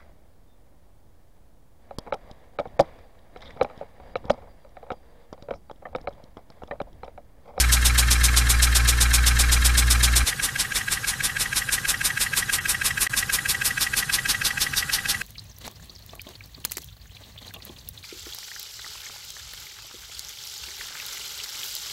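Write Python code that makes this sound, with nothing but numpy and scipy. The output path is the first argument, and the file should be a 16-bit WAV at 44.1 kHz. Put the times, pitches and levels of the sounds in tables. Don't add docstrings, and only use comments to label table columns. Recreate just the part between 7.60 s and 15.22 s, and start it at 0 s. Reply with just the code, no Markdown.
import sys
import numpy as np
from scipy import signal
from scipy.fft import rfft, irfft
from scipy.io import wavfile
from scipy.ndimage import uniform_filter1d

SR = 44100
rng = np.random.default_rng(int(sys.argv[2]) if len(sys.argv) > 2 else 0)


def invert_db(x):
    u = np.asarray(x, float) / 20
    return 10 ** u


def digitize_waveform(pressure):
    field = np.atleast_2d(pressure).T
    bounded = np.clip(field, -1, 1)
    quanta = np.round(bounded * 32767).astype(np.int16)
    wavfile.write(sys.argv[1], SR, quanta)


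N = 336042

CHANGE_S, CHANGE_FADE_S = 2.643, 0.011

# (multiple of the shaft speed, level [dB rms]); the high ones are its casing ringing
HUM = [(1, -20), (2, -35.5), (4, -46.5), (5, -51.5), (6, -56.5), (8, -55), (18, -51.5), (21, -52),
       (22, -54), (26, -43), (27, -50), (28, -51), (29, -44.5), (30, -56)]
HUM_HZ, HUM_START_TURN, HUM_LAG_RAD = 59.54, .393, .5
# (frequency [Hz], level [dB per Hz])
FAST_RUMBLE = [(15, 9), (45, -1), (90, 3), (130, -5), (200, -14), (300, -59)]
SLOW_RUMBLE = [(12, -16), (25, -5.5), (60, -3.5), (130, -2), (200, -6), (300, -17.5), (400, -40)]
FAST_RUMBLE_DB, SLOW_RUMBLE_DB = -35.5, -43
# (frequency [Hz], level [dB per Hz])
FAST_LEAK = [(88, -31), (150, -1), (171, 0.5), (241, -9), (637, -13), (816, -14.5), (1420, -0.5),
             (1650, -3), (2920, -11), (3810, -12), (4690, -8.5), (9490, -12.5), (14200, -20.5)]
SLOW_LEAK = [(150, -47), (250, -14.5), (553, -11), (633, -36), (802, -18), (949, -14.5), (1350, -10),
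             (1630, -2), (1960, -9), (2100, -27), (3200, -14), (6620, -12), (9760, -13), (14200, -20)]
FAST_LEAK_DB, SLOW_LEAK_DB = -33, -37.5
# (time [s], level [dB])
WHINE = [(4.8, -80), (5.5, -62), (6.8, -56), (7.6, -57)]
WHINE_HZ = 807

# (first tick [s], number of ticks, [(turn number, length of a turn [ms])])
FAST_WHEEL = (-.0287, 22, [(0, 129.1), (12, 128.0), (20, 127.93)])
SLOW_WHEEL = (2.6379, 32, [(0, 161.5), (4, 161.65), (9, 161.45), (13, 160.9), (15, 160.35), (20, 159.9),
              (30, 159.78)])
# (time [s], tick [dB], tock [dB], puff [dB])
FAST_VIEW = [(0, -25, -24.5, -16.6), (1.3, -25.5, -25.5, -17.1), (2.1, -25, -25.3, -17),
             (2.7, -25, -24.6, -16.5)]
SLOW_VIEW = [(2.64, -23, -27.5, -21.5), (3.4, -24, -28.5, -22.5), (4.3, -22, -25, -20),
             (5.3, -21, -22.5, -19.5), (6.4, -21.5, -23, -19.5), (7.62, -24.5, -25.2, -20.5)]
KNOCK_SPREAD_DB, PUFF_SPREAD_DB, BRIGHT_SPREAD_DB = .5, 0.16, 1.25

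# (place in the turn [turns], frequency [Hz], time to fade 60 dB [s], first [dB], last [dB])
VALVE = (.76, 4000, .014, -29, -31)
# (place in the turn [turns], frequency [Hz], level [dB], swell [ms], direction)
PUSHES = [(.125, 44, -32, 12, -1), (.36, 60, -36, 6, 1), (.755, 122, -34, 10, 1), (.94, 125, -39, 10, 1),
          (.535, 105, -40, 9, 1)]
# (first turn [dB], last turn [dB])
FAST_PUSH_DB = (-1, -2)
SLOW_PUSH_DB = (-1.5, -4)
# (place in the turn [turns], level [dB], width [turns])
RATTLE = [(.06, -1, 0.14), (.3, 3.3, 0.19), (.47, 5, .11), (0.679, 1.9, 0.092), (.84, -3.5, 0.069),
          (.99, 4.5, 0.13)]
# (frequency [Hz], width [Hz], level [dB])
FRAME = [(803, 75, -14.5), (1252, 135, -9.5), (1605, 173, -3), (1972, 130, -7), (2175, 420, -10.5),
         (2620, 780, -6.5)]
FAST_RATTLE_DB, SLOW_RATTLE_DB = -41, -39.5
REPEAT = 0.9

# (place [turns], level [dB], slope [dB per turn])
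FAST_PORT = (.25, (.105, 3, -14, 130), (0.18, 2, -14, 45), (-.06, -15, 114))
SLOW_PORT = (.26, (.1, 2, -11.5, 125), (0.1657, 2.5, -13.5, 71), (.015, -16.5, 140))
# (frequency [Hz], level [dB per Hz])
FAST_JET = [
    [(150, -40), (250, -9.5), (655, -12), (1290, -6), (1580, -11), (2000, -7), (2320, -3.5), (2940, -6),
     (3730, -5), (6290, -2), (9430, -1), (10400, -5.5), (11800, -6.5), (14200, -10)],
]
FRONT_JET = [(150, -43), (250, -10), (644, -14.5), (1180, -7.5), (1930, -7.5), (2280, -4), (2940, -9),
             (3660, -5.5), (4720, -6), (5500, -3.5), (6290, -5), (9760, -4.5), (14200, -13.5)]
HALF_JET = [(150, -42), (250, -8.5), (655, -12), (762, -13.5), (1240, -2), (1690, -8.5), (2530, 0),
            (3040, -8.5), (4640, -3.5), (5780, -2.5), (9120, 1), (13000, -3), (14200, -6)]
SIDE_JET = [(150, -46), (250, -12), (655, -21), (1180, -9), (2100, -12), (2490, -6.5), (2700, -6.5),
            (3660, -6.5), (4490, -1), (6400, -4.5), (6850, -9.5), (9930, -7.5), (14200, -10)]
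# (frequency [Hz], width [Hz], level [dB])
NOZZLE = [
    (3636, 290, -24.5),
    (5300, 470, -17),
    (9500, 2600, -17),
]
# (frequency [Hz], width [Hz])
THROAT = (3754, 2080)
WHISTLE_DB = -4
SPITS_PER_S, SPIT_DB = 200, 3

# (frequency [Hz], first turn [dB], last turn [dB])
FAST_TICK = [(1152, -36, -34), (1350, -5, -12), (1648, 4.5, 3), (1792, 6.5, 1), (2170, -21, -15),
             (2138, 4.5, -1), (2160, -25, -24), (2680, -7, -9), (3200, -2, -6), (3830, -3, -3),
             (4220, -7, -7)]
FAST_TOCK = [(1200, -9, -5.5), (1325, -3, -5), (1634, 0, -2), (1870, -10, -12), (2194, 1, -2.5),
             (2383, 2.5, 0), (2690, -4.5, -8), (3230, -11, -12), (3420, -11, -20), (3902, -10, -10),
             (3990, -6, -10), (4080, -9, -11)]
SLOW_TICK = [(1300, -22, -14), (1490, -11, -7), (1622, 0, 0), (1930, -15, -5), (2200, -13, -20),
             (2330, -14, -18), (2565, -15, -3), (2725, -20, -15), (2970, -25, -17), (3200, -19, -15),
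             (3970, -18, -19)]
SLOW_TOCK = [(1260, -14, -19), (1435, -17, -19), (1630, -11, -13), (1760, -7, -16), (1900, 0, 0),
             (2200, -12, -21), (2583, -20, -17), (2740, -12, -14), (3130, -13, -19), (3260, -14, -17),
             (3900, -21, -25)]
# (distance to -10 dB [ms], sharpness, skirt [dB], skirt slope [dB per ms])
TICK_BLOW = ((5.2, 1.9, -9.5, 0.91), (7.6, 3.1, -13.5, 1.1))
TOCK_BLOW = ((6.3, 4.2, -21, 3), (7.2, 4.5, -13, 0.88))
TOCK_TURN = .571
FAST_STRETCH, SLOW_STRETCH = 1.13, 0.81
CREEP = .024
# (frequency [Hz], level [dB per Hz])
SCRAPE = [(1000, -31), (2000, 8), (3300, -3), (4300, -5), (5600, -1), (7500, -9), (10000, -39)]
SCRAPE_DB = -14

EDGE_HZ = 14230
# (time [s], length [s], level below 3.5 kHz [dB], level above [dB])
DROPOUTS = [
    (5.4745, .0205, -26, -28),
    (4.988, .022, -2, -7),
    (4.9965, .007, 0, -14),
]
# (from [s], length [s], repeats, level step [dB])
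HELD = (4.985, .0095, 2, -7.5)


def evened(x):
    return x / np.sqrt(np.mean(x ** 2) + 1e-20)


def read(points, at):
    return np.interp(at, *np.transpose(points))


def colour(points, hz):
    f, level_db = np.transpose(points)
    return np.interp(np.log(hz + 1), np.log(f + 1), level_db)


def add(mix, s, sound):
    at = round(s * SR)
    sound = sound[max(-at, 0):]
    part = mix[max(at, 0):][:len(sound)]
    part += sound[:len(part)]


def resonate(x, hz, width):
    return signal.lfilter(*signal.iirpeak(hz, hz / width, SR), x)


def swell(x, rise, fall):
    width, sharp, skirt_db, slope_db = (np.where(x < 0, a, b) for a, b in zip(rise, fall))
    top_db = -10 * (abs(x) / width) ** sharp
    return np.maximum(top_db, skirt_db - slope_db * np.maximum(abs(x) - width, 0))


def hiss(spectra, patchy_db, blend=np.zeros(N), tilt_db=np.zeros(N)):
    frames, hz = N // 128 + 5, np.fft.rfftfreq(512, 1 / SR)
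    at = np.minimum(np.arange(frames) * 128, N - 1)
    a, b, patches = rng.standard_normal((frames, 257, 3)).T
    patches = evened(uniform_filter1d(uniform_filter1d(patches, 5, 0), 8, 1))
    weights = [np.maximum(1 - abs(blend[at] - k), 0) for k in range(len(spectra))]
    field_db = sum(colour(points, hz)[:, None] * w for points, w in zip(spectra, weights))
    lean = np.tanh(3.2 * np.log2(np.maximum(hz, 3200) / 6500))[:, None] / 2
    z = (a + 1j * b) * invert_db(field_db + lean * tilt_db[at] + patchy_db * patches)
    z /= np.sqrt(uniform_filter1d((abs(z) ** 2).mean(0), 60))
    return evened(signal.istft(z, nperseg=512, noverlap=384)[1][:N])


def rumble(points, size=N):
    gain = invert_db(colour(points, np.fft.rfftfreq(size, 1 / SR)))
    return evened(irfft(rfft(rng.standard_normal(size)) * gain, size))


def background():
    whine = evened(resonate(rng.standard_normal(N), WHINE_HZ, 7)) * invert_db(read(WHINE, np.arange(N) / SR))
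    leak = invert_db(SLOW_LEAK_DB) * hiss([SLOW_LEAK], 3.25)
    return leak + invert_db(SLOW_RUMBLE_DB) * rumble(SLOW_RUMBLE) + whine


def compressor():
    angle = 2 * np.pi * (HUM_HZ * np.arange(N) / SR + HUM_START_TURN)
    wavers = evened(uniform_filter1d(rng.standard_normal((len(HUM), N // 64 + 2)), 40, 1))
    hum = np.zeros(N)
    for (k, db), waver in zip(HUM, wavers):
        waver_db = .5 * np.sqrt(k) * np.interp(np.arange(N) / 64, np.arange(len(waver)), waver)
        hum += invert_db(db + waver_db) * np.cos(k * angle - HUM_LAG_RAD * (k - 1))
    return np.sqrt(2) * hum + invert_db(FAST_RUMBLE_DB) * rumble(FAST_RUMBLE)


def valve(times):
    turn, hz, t60, start_db, end_db = VALVE
    out, t = np.zeros(N), np.arange(0, .02, 1 / SR)
    ping = np.sin(2 * np.pi * hz * t) * invert_db(-60 * t / t60) * np.minimum(t / .0015, 1)
    for s, length, db in zip(times, np.diff(times), np.linspace(start_db, end_db, len(times))):
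        add(out, s + turn * length, invert_db(db) * ping)
    return out


def pushes(times, start_db, end_db):
    out, t = np.zeros(N), np.arange(0, .12, 1 / SR)
    chance = rng.standard_normal((len(times), len(PUSHES))) * 0.84
    chance += np.linspace(start_db, end_db, len(times))[:, None]
    for s, length, row in zip(times, np.diff(times), chance):
        for (turn, hz, db, swell_ms, direction), more_db in zip(PUSHES, row):
            u = t * 1000 / swell_ms
            swing = np.sin(2 * np.pi * hz * t) * u * np.exp(1 - u)
            add(out, s + turn * length, direction * invert_db(db + more_db) * swing)
    return out


def rattle(turn, samples):
    same = np.interp(turn * samples, np.arange(samples), rng.standard_normal(samples), period=samples)
    grit = np.sqrt(REPEAT) * evened(same) + np.sqrt(1 - REPEAT) * rng.standard_normal(N)
    grit *= sum(invert_db(db - 10 * ((turn - at) / width) ** 2) for at, db, width in RATTLE)
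    out = np.zeros(N)
    for hz, width, db in FRAME:
        ring = resonate(resonate(grit, hz, 1.5 * width), hz, 1.5 * width)
        out += invert_db(db) * ring / np.sqrt(width)
    return evened(out)


def exhaust(turns, s, length, puff_db, bright_db, jets, port):
    t = np.arange(N) / SR
    open_turn, rise, fall, (inlet_turn, inlet_db, inlet_slope_db) = port
    peak = s[:-1] + open_turn * length
    side = np.clip(1.18 * turns / len(s) - .1, 0, 1) * (len(jets) - 1)
    air = hiss(jets, 0.93, side, np.interp(t, peak, bright_db))
    air = evened(air + sum(invert_db(db) * evened(resonate(air, hz, width)) for hz, width, db in NOZZLE))
    flutter_db = 0.89 * evened(uniform_filter1d(rng.standard_normal(N), 70))
    spits = (rng.random(N) < SPITS_PER_S / SR) * rng.standard_normal(N)
    air = air + invert_db(SPIT_DB) * signal.lfilter([1, -1.4, .4], [1, -.2, .3], spits)
    from_inlet = abs((turns - inlet_turn + .5) % 1 - .5)
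    port_db = np.maximum(swell(turns % 1 - open_turn, rise, fall), inlet_db - inlet_slope_db * from_inlet)
    air = air + invert_db(WHISTLE_DB + port_db) * resonate(resonate(air, *THROAT), *THROAT)
    return air * invert_db(np.interp(t, peak, puff_db) + port_db + flutter_db + 0.99)


def blows(times, levels_db, modes, shape, stretch, spread, creep=0):
    hz, start_db, end_db = np.transpose(modes)
    t, out = np.arange(-.02, .034, 1 / SR), np.zeros(N)
    phase = spread * rng.uniform(-0.86, 1, len(hz))
    chance = rng.standard_normal((len(times), 2, len(hz)))
    uneven = evened(uniform_filter1d(rng.standard_normal((len(hz), len(t))), 150, 1))
    depth_db = .5 + 17 * (stretch - 1) - .15 * (start_db + end_db)[:, None] / 2
    uneven_gain = invert_db(depth_db * np.clip(uneven, -2.5, 1.3))
    main = start_db == start_db.max()
    for k, (s, db) in enumerate(zip(times, levels_db)):
        done = k / len(times)
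        mode_db = start_db + (end_db - start_db) * done + 0.69 * chance[k, 0]
        mode_hz = hz * (1 + creep * done * main)
        mode_phase = phase + 0.32 * stretch ** 2 * chance[k, 1]
        tones = np.cos(2 * np.pi * mode_hz[:, None] * t + mode_phase[:, None])
        ring = evened(invert_db(mode_db) @ (uneven_gain * tones))
        ring = ring + invert_db(SCRAPE_DB) * rumble(SCRAPE, size=len(t))
        ring *= invert_db(swell(t * 1000 / stretch, *shape))
        add(out, s + t[0], invert_db(db) * ring / np.std(ring[abs(t) < .006]))
    return out


def engine(wheel, view, tick, tock, jets, port, stretch, rattle_db, push_db, creep=0):
    first_s, count, turn_ms = wheel
    length = read(turn_ms, np.arange(count - 1)) / 1000
    s = first_s + np.append(0, np.cumsum(length))
    turns = np.interp(np.arange(N) / SR, s, np.arange(count))
    view_s, *levels = np.transpose(view)
    spread_db = [KNOCK_SPREAD_DB, KNOCK_SPREAD_DB, PUFF_SPREAD_DB, BRIGHT_SPREAD_DB]
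    chance = rng.standard_normal((count, 4)) * spread_db
    tick_db, tock_db, puff_db = np.array([np.interp(s, view_s, db) for db in levels]) + chance.T[:-1]
    out = valve(s) + pushes(s, *push_db)
    out += invert_db(rattle_db) * rattle(turns % 1, round(length.mean() * SR))
    out += exhaust(turns, s, length, puff_db[:-1], chance[:-1, -1], jets, port)
    out += blows(s, tick_db, tick, TICK_BLOW, stretch, spread=2.6 * stretch)
    tock_s = s[:-1] + TOCK_TURN * length
    out += blows(tock_s, tock_db[:-1], tock, TOCK_BLOW, stretch, spread=np.pi, creep=creep)
    return out


def scene():
    fast = compressor() + invert_db(FAST_LEAK_DB) * hiss([FAST_LEAK], 2.3)
    fast += engine(FAST_WHEEL, FAST_VIEW, FAST_TICK, FAST_TOCK, FAST_JET, FAST_PORT,
                   FAST_STRETCH, FAST_RATTLE_DB, FAST_PUSH_DB)
    slow = background()
    slow += engine(SLOW_WHEEL, SLOW_VIEW, SLOW_TICK, SLOW_TOCK, [FRONT_JET, HALF_JET, SIDE_JET],
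                   SLOW_PORT, SLOW_STRETCH, SLOW_RATTLE_DB, SLOW_PUSH_DB, CREEP)
    fade = np.clip((np.arange(N) / SR - CHANGE_S) / CHANGE_FADE_S + .5, 0, 1)
    return (fast * (1 - fade) + slow * fade)[None]


def low_pass(x):
    return signal.sosfilt(signal.butter(12, 14630, fs=SR, output="sos"), x)


def record(dry):
    edge = signal.firwin(401, EDGE_HZ, window=("kaiser", 9), fs=SR)
    dry = signal.oaconvolve(dry, edge[None], "same")
    low = signal.oaconvolve(dry, signal.firwin(255, 3500, fs=SR)[None], "same")
    low_db, high_db, t = np.zeros(N), np.zeros(N), np.arange(N) / SR
    for s, length, below_db, above_db in DROPOUTS:
        gap = uniform_filter1d(1. * ((t > s) & (t < s + length)), 60)
        low_db += below_db * gap
        high_db += above_db * gap
    out = low * invert_db(low_db) + (dry - low) * invert_db(high_db)
    s, length, repeats, step_db = HELD
    piece = low[0, round(s * SR):round((s + length) * SR)]
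    piece = piece * signal.windows.tukey(len(piece), .3)
    for k in range(1, repeats + 1):
        add(out[0], s + k * length, invert_db(k * step_db) * piece)
    return low_pass(out)


dry = scene()
out = record(dry)
digitize_waveform(out)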